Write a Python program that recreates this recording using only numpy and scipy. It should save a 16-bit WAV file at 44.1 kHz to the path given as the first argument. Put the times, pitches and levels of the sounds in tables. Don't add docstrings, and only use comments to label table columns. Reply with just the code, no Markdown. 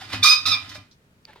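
import sys
import numpy as np
from scipy import signal
from scipy.fft import rfft, irfft, next_fast_len
from scipy.io import wavfile
from scipy.ndimage import uniform_filter1d, minimum_filter1d

SR = 44100
rng = np.random.default_rng(int(sys.argv[2]) if len(sys.argv) > 2 else 0)


def file_out(sig):
    cols = np.atleast_2d(sig).T
    lim = np.clip(cols, -1, 1)
    pcm = np.round(lim * 32767).astype(np.int16)
    wavfile.write(sys.argv[1], SR, pcm)


def voltage_ratio(level):
    return 10 ** (np.asarray(level, float) / 20)


N = 61739


def squeal():
    # (time [s], slip rate [Hz], level [dB], irregularity [share of the rate])
    locked = [(.218, 1193, -59, 0.0069), (.229, 1186, -23, 0.0091), (.245, 1196, -20, 0.014),
              (.254, 1242, -7, 0.021), (.272, 1238, -24, 0.002), (.282, 1248, -17, 0.0042),
              (.315, 1253, -18, 0.0017), (.333, 1237, -24, 0.0024), (.352, 1203, -53, 0.0033),
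              (.385, 1250, -37.5, .004), (.41, 1250, -105, .004)]
    # (multiple, relative level [dB])
    overtones = [(1, -2), (2, -2.5), (3, 0.5), (4, -6.5), (5, -10)]
    return slipping(locked, overtones, curve(locked, order=3), flutter_db=6.0)


def whistle():
    # (time [s], level [dB])
    loudness = [(.245, -52), (.257, -23.5), (.28, -14.5), (.325, -31.5), (.35, -31.5), (.37, -81.5)]
    pitch_hz = 2415 * (1 + .002 * walk(156.4))
    return np.sin(2 * np.pi * np.cumsum(pitch_hz) / SR) * gain(loudness, order=1)


def chatter():
    # (time [s], slip rate [Hz], level [dB])
    unlocked = [(.45, 1280, -65), (.456, 1267, -22.5), (.463, 1279, -25), (.497, 1264, -27.5),
                (.507, 1240, -28.5), (.518, 1235, -21), (.54, 1232, -25.5), (.56, 1202, -37),
                (.58, 1330, -62.5)]
    # (multiple, relative level [dB])
    overtones = [(1, -0.5), (2, -2), (3, 5), (4, -1), (5, -29)]
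    return slipping(unlocked, overtones, wander=.05, flutter_db=0.5)


def slipping(table, orders, wander, flutter_db):
    rate_hz = curve(table, order=1) * (1 + wander * walk(400))
    phase = 2 * np.pi * np.cumsum(rate_hz) / SR
    tone = sum(voltage_ratio(db + flutter_db * walk(170)) * np.sin(k * phase) for k, db in orders)
    return unit(tone) * gain(table, order=2)


def scrape():
    # (time [s], level [dB])
    loudness = [(0.19, -74), (0.22, -107), (0.232, -27), (0.24, -23.5), (0.316, -28), (0.384, -61.5),
                (0.448, -73), (0.462, -33), (0.546, -46), (0.59, -80), (0.686, -93), (0.694, -50.5),
                (0.734, -75.5), (0.75, -49.5), (0.796, -90.5), (0.86, -94.5)]
    # (frequency [Hz], relative level [dB per Hz])
    grit = [(500, -45.5), (950, -11.5), (1300, -8), (2000, -16), (2850, -23.5), (3700, 1.5), (5000, -1.5),
            (6200, -2.5), (7000, -14.5), (10000, -15), (15000, -22.5), (16500, -38)]
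    grains = rubbing(loudness, hiss=0.95) * voltage_ratio(6)
    return grains, shaped(grains, grit)


def brushing():
    # (time [s], level [dB])
    loudness = [(0.0, -51.5), (0.014, -48.5), (0.054, -51.5), (0.07, -58.5), (0.104, -48.5), (0.116, -50.5),
                (0.132, -36.5), (0.198, -56.5), (0.24, -46), (0.248, -60), (0.358, -51), (0.376, -59.5),
                (0.466, -53.5), (0.478, -41), (0.606, -56.5), (0.62, -54.5), (0.704, -58), (0.72, -49.5),
                (0.74, -59.5), (0.758, -48.5), (0.782, -64), (0.94, -88)]
    # (frequency [Hz], relative level [dB per Hz])
    dull = [(150, -35.5), (250, -12), (470, -18.5), (703, -6.5), (2010, -3.5), (2200, -7.5), (3780, -6.5),
            (14100, -28.5), (15700, -35.5), (16500, -65.5)]
    return shaped(rubbing(loudness, hiss=0.17), dull) * voltage_ratio(6.5)


def rubbing(table, hiss):
    grains_per_s, spread_db = 9000, 2.2
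    chance, side, size = rng.random((3, N))
    grains = (chance < grains_per_s / SR) * np.sign(side - .5)
    grains = grains * voltage_ratio(-spread_db * np.log(size + 0.001017))
    noise = unit(grains) + hiss * rng.standard_normal((2, N))
    return noise * gain(table, order=1) * voltage_ratio(1.1 * walk(130))


def steel_ring(drive):
    # (frequency [Hz], gain at resonance [dB], 60 dB fade time [s])
    resonances = [(1025, 4, 0.21), (1206, -3.5, .2), (1258, -8.5, 0.18), (1390, -12.5, .15),
                  (1500, -6.5, .15), (1630, -14.5, 0.18), (2032, 0.5, 0.31), (2390.3, 7.5, 0.38),
                  (2499, -2, 0.44), (2702, 0, 0.46), (2880, -12.5, 0.16), (3082, 5.5, .2),
                  (3692, -10, 0.05), (3630, -11, 0.36), (3773, 0.5, 0.1), (3790, -14.5, .35),
                  (4120, -0.5, 0.38), (4060, -12.5, .2), (4130, -7.5, 0.16), (4300, -13, .2),
                  (4610, -3, 0.54), (5000, -1.5, 0.39), (5166, -26, 0.076), (4930, -19, 0.33),
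                  (5012, 6.5, 0.13), (5155, 2.5, 0.043), (5530, -2, .15), (5590, -4, .15),
                  (5844, -1.5, 0.043), (5840, -20, 0.099)]
    longest_s = .26
    held = [(hz, db, min(t60, longest_s)) for hz, db, t60 in resonances]
    return high(ring(drive, held, phase_rad=0.37), 930)


def ring(x, modes, phase_rad):
    out = np.zeros((2, N))
    sides = np.array([[1], [-1]])
    for (hz, db, t60), turn in zip(modes, rng.standard_normal(len(modes))):
        r = np.exp(-np.log(1000) / (max(t60, .002) * SR))
        z = signal.lfilter([2 * (1 - r) * voltage_ratio(db)], [1, -r * np.exp(2j * np.pi * hz / SR)], x)
        out += np.imag(z * np.exp(.5j * phase_rad * turn * sides))
    return out


def balance(x):
    # (frequency [Hz], left minus right [dB])
    difference = [(60, -7), (110, 0.5), (200, 1.5), (380, 1.0), (700, 2), (1290, -1), (2380, -2.5),
                  (4400, -9.5), (8120, 6), (15000, 7.5)]
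    return np.array([colour(x[0], difference, share=.5), colour(x[1], difference, share=-.5)])


def hoop():
    # (frequency [Hz], relative gain [dB], 60 dB fade time [s])
    wobbles = [(100.8, 4.5, 0.23), (125, -6, .25), (193, -10.5, 0.16), (255.7, -5, 0.37), (281.3, -7, 0.12),
               (587.5, -14.5, .25), (690, -18.5, .2)]
    # (time [s], level [dB])
    shaking = [(0.0, -45), (0.03, -50), (0.096, -46.5), (0.14, -36), (0.322, -48), (0.342, -59.5),
               (0.506, -40), (0.548, -48.5), (0.564, -56), (0.618, -50), (0.724, -48.5), (0.758, -53),
               (0.79, -51), (0.886, -87), (1.038, -71), (1.256, -69), (1.288, -70.5), (1.4, -83.5)]
    # (time [s], level [dB])
    blows = [(.137, -26), (.47, -36.5), (.49, -39), (.78, -37.5), (1.283, -52)]
    t = np.arange(N) / SR
    push = high(rng.standard_normal(N), 87)
    shaken = ring(push * voltage_ratio(curve(shaking, order=1)), wobbles, .15) / np.std(ring(push, wobbles, 0))

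    def struck(hits):
        pushes = sum(voltage_ratio(db) * np.exp(-((t - s) / .002) ** 2 * 8) for s, db in hits)
        return ring(pushes, wobbles, .1)

    one_blow_peak = np.abs(struck([(.1, 0)])).max()
    knocked = high(struck(blows), 66.0) / one_blow_peak
    return (shaken + knocked) * voltage_ratio(np.array([[.8], [-.8]]))


def ticks():
    # (time [s], level [dB], pitch [Hz], 60 dB fade time [s], left minus right [dB])
    knocks = [(.016, -37, 767, 0.066, 3), (.1335, -22.5, 2080, 0.0073, -9.5),
              (.1345, -20.5, 1083, .02, -0.5), (.138, -21, 702, 0.014, 4), (.476, -40.5, 660, 0.0614, -7),
              (.697, -42.5, 5280, 0.052, 0), (.752, -40, 5240, 0.08, -2), (.754, -39.5, 603, .08, 2),
              (0.755, -35, 1500, 0.0208, -5), (1.2527, -28, 4620, 0.0074, -3.5),
              (1.2533, -38.5, 2490, .004, -11.5), (1.295, -47, 560, .05, 3),
              (1.333, -32.5, 1880, 0.0034, -15.5), (1.359, -36, 960, 0.019, -2.5),
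              (1.36, -41, 418, 0.022, 3), (1.378, -49.5, 885, 0.055, 3)]
    crack_db, crack_s = -22.5, 0.00075
    out, t = np.zeros((2, N)), np.arange(N) / SR
    for s, db, hz, t60, pan_db in knocks:
        age = np.maximum(t - s, 0)
        crack = np.diff(rng.standard_normal(N + 1)) * np.exp(-age / crack_s) * voltage_ratio(crack_db)
        note = np.sin(2 * np.pi * hz * age) * np.minimum(age * hz, 1) * 1000. ** (-age / t60)
        out += (t >= s) * voltage_ratio(db) * (note + crack) * voltage_ratio(np.array([[pan_db], [-pan_db]]) / 2)
    return out


def creak():
    # length [s], pitch [Hz], level [dB], octave beside the pitch [dB]
    length, hz, db, octave_db = (.024, 865, -51, -3)
    age = np.arange(N) / SR - 1.277
    phase = 2 * np.pi * np.cumsum(hz * (1 + .03 * walk(250))) / SR
    shape = np.clip(age / .004, 0, 1) * np.exp(-np.maximum(age - length, 0) / .01)
    return voltage_ratio(db + 4.0 * walk(120)) * shape * (np.sin(phase) + voltage_ratio(octave_db) * np.sin(2 * phase))


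def touch():
    # level [dB], lowest and highest frequency [Hz], 60 dB fade time [s]
    db, low_hz, high_hz, t60 = (-53, 3400, 6000, .14)
    age = np.arange(N) / SR - .913
    band_pass = signal.butter(3, [low_hz, high_hz], "band", fs=SR, output="sos")
    band = signal.sosfilt(band_pass, rng.standard_normal((2, N)))
    return unit(band) * voltage_ratio(db) * (age > 0) * 1000. ** (-np.maximum(age, 0) / t60)


def grip():
    # (time [s], level [dB])
    loudness = [(1.24, -92.5), (1.252, -62.5), (1.266, -69.5), (1.284, -55), (1.338, -56), (1.35, -65.5),
                (1.358, -54.5), (1.4, -60)]
    # (frequency [Hz], relative level [dB per Hz])
    soft = [(90, -3.5), (200, -6.5), (550, -1), (1000, -6), (2000, -4), (4000, -7), (6000, -20),
            (15000, -31.5), (16500, -51)]
    return shaped(rubbing(loudness, hiss=0.52), soft)


def echoes(x):
    level_db, t60_s, treble_t60_s, gap_s = -3.5, 0.3, 0.1, 0.0036
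    t = np.arange(SR // 2) / SR
    low = signal.lfilter([.35], [1, -.6], rng.standard_normal((2, len(t))))
    full = 1.2 * rng.standard_normal((2, len(t)))
    tail = low * 1000. ** (-t / t60_s) + full * 1000. ** (-t / treble_t60_s)
    tail = tail * (t > gap_s)
    tail = tail / np.sqrt(np.sum(tail ** 2) / 2)
    return signal.fftconvolve(x, tail, axes=1)[:, :N] * voltage_ratio(level_db)


def yard():
    # (frequency [Hz], relative level [dB per Hz])
    outdoors = [(15, -33.5), (25, -12), (167, -5.5), (358, -19), (389, -15.5), (617, -21), (706, -25),
                (854, -24.5), (1510, -26.5), (14000, -43), (16500, -45.5)]
    mid, side = rng.standard_normal((2, N))
    side = colour(side, [(100, -16.5), (400, -8.5), (1500, 2.5), (8000, -0.5)])
    floor = colour(mid + side * np.array([[1], [-1]]), outdoors)
    return unit(floor) * voltage_ratio(-59 + 1.5 * walk(1))


def unit(x):
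    return x / np.sqrt(np.mean(x ** 2))


def curve(table, order):
    rows = np.array(table, float)
    return np.interp(np.arange(N) / SR, rows[:, 0], rows[:, order])


def gain(table, order):
    t = np.arange(N) / SR
    return voltage_ratio(curve(table, order=order)) * (t >= table[0][0]) * (t <= table[-1][0])


def walk(rate_hz):
    k = max(int(SR / rate_hz), 1)
    return unit(uniform_filter1d(uniform_filter1d(rng.standard_normal(N), k), k))


def colour(x, table, share=1):
    size = next_fast_len(N + 4096)
    rows, hz = np.array(table, float), np.arange(size // 2 + 1) * SR / size
    db = share * np.interp(np.log(hz + 1), np.log(rows[:, 0]), rows[:, 1])
    return irfft(rfft(x, size) * voltage_ratio(db), size)[..., :N]


def shaped(x, table):
    return colour(x, table) / np.std(colour(rng.standard_normal(N), table))


def high(x, hz):
    return signal.sosfilt(signal.butter(4, hz, "high", fs=SR, output="sos"), x)


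def scene():
    slips = squeal() + whistle() + chatter()
    grains, grit = scrape()
    brush = brushing()
    drive = slips * voltage_ratio(5.5) + grains[0] * voltage_ratio(6.5) + brush[0] * voltage_ratio(4.5)
    steel = balance(slips + grit + brush + steel_ring(drive))
    small = ticks() + creak() + touch() + grip()
    near = steel + small
    near[1] = np.interp(np.arange(N) - 2, np.arange(N), near[1])
    return near + echoes(steel + small * voltage_ratio(-15)) + hoop() + yard()


def band_limit(x):
    return signal.sosfilt(signal.butter(12, 16850, fs=SR, output="sos"), x)


def record(dry):
    ceiling, span = .89, int(.003 * SR)
    need = np.minimum(ceiling / (np.abs(dry).max(axis=0) + 1e-9), 1)
    limiter_gain = uniform_filter1d(minimum_filter1d(need, size=2 * span), size=span)
    return band_limit(dry * limiter_gain)


dry = scene()
out = record(dry)
file_out(out)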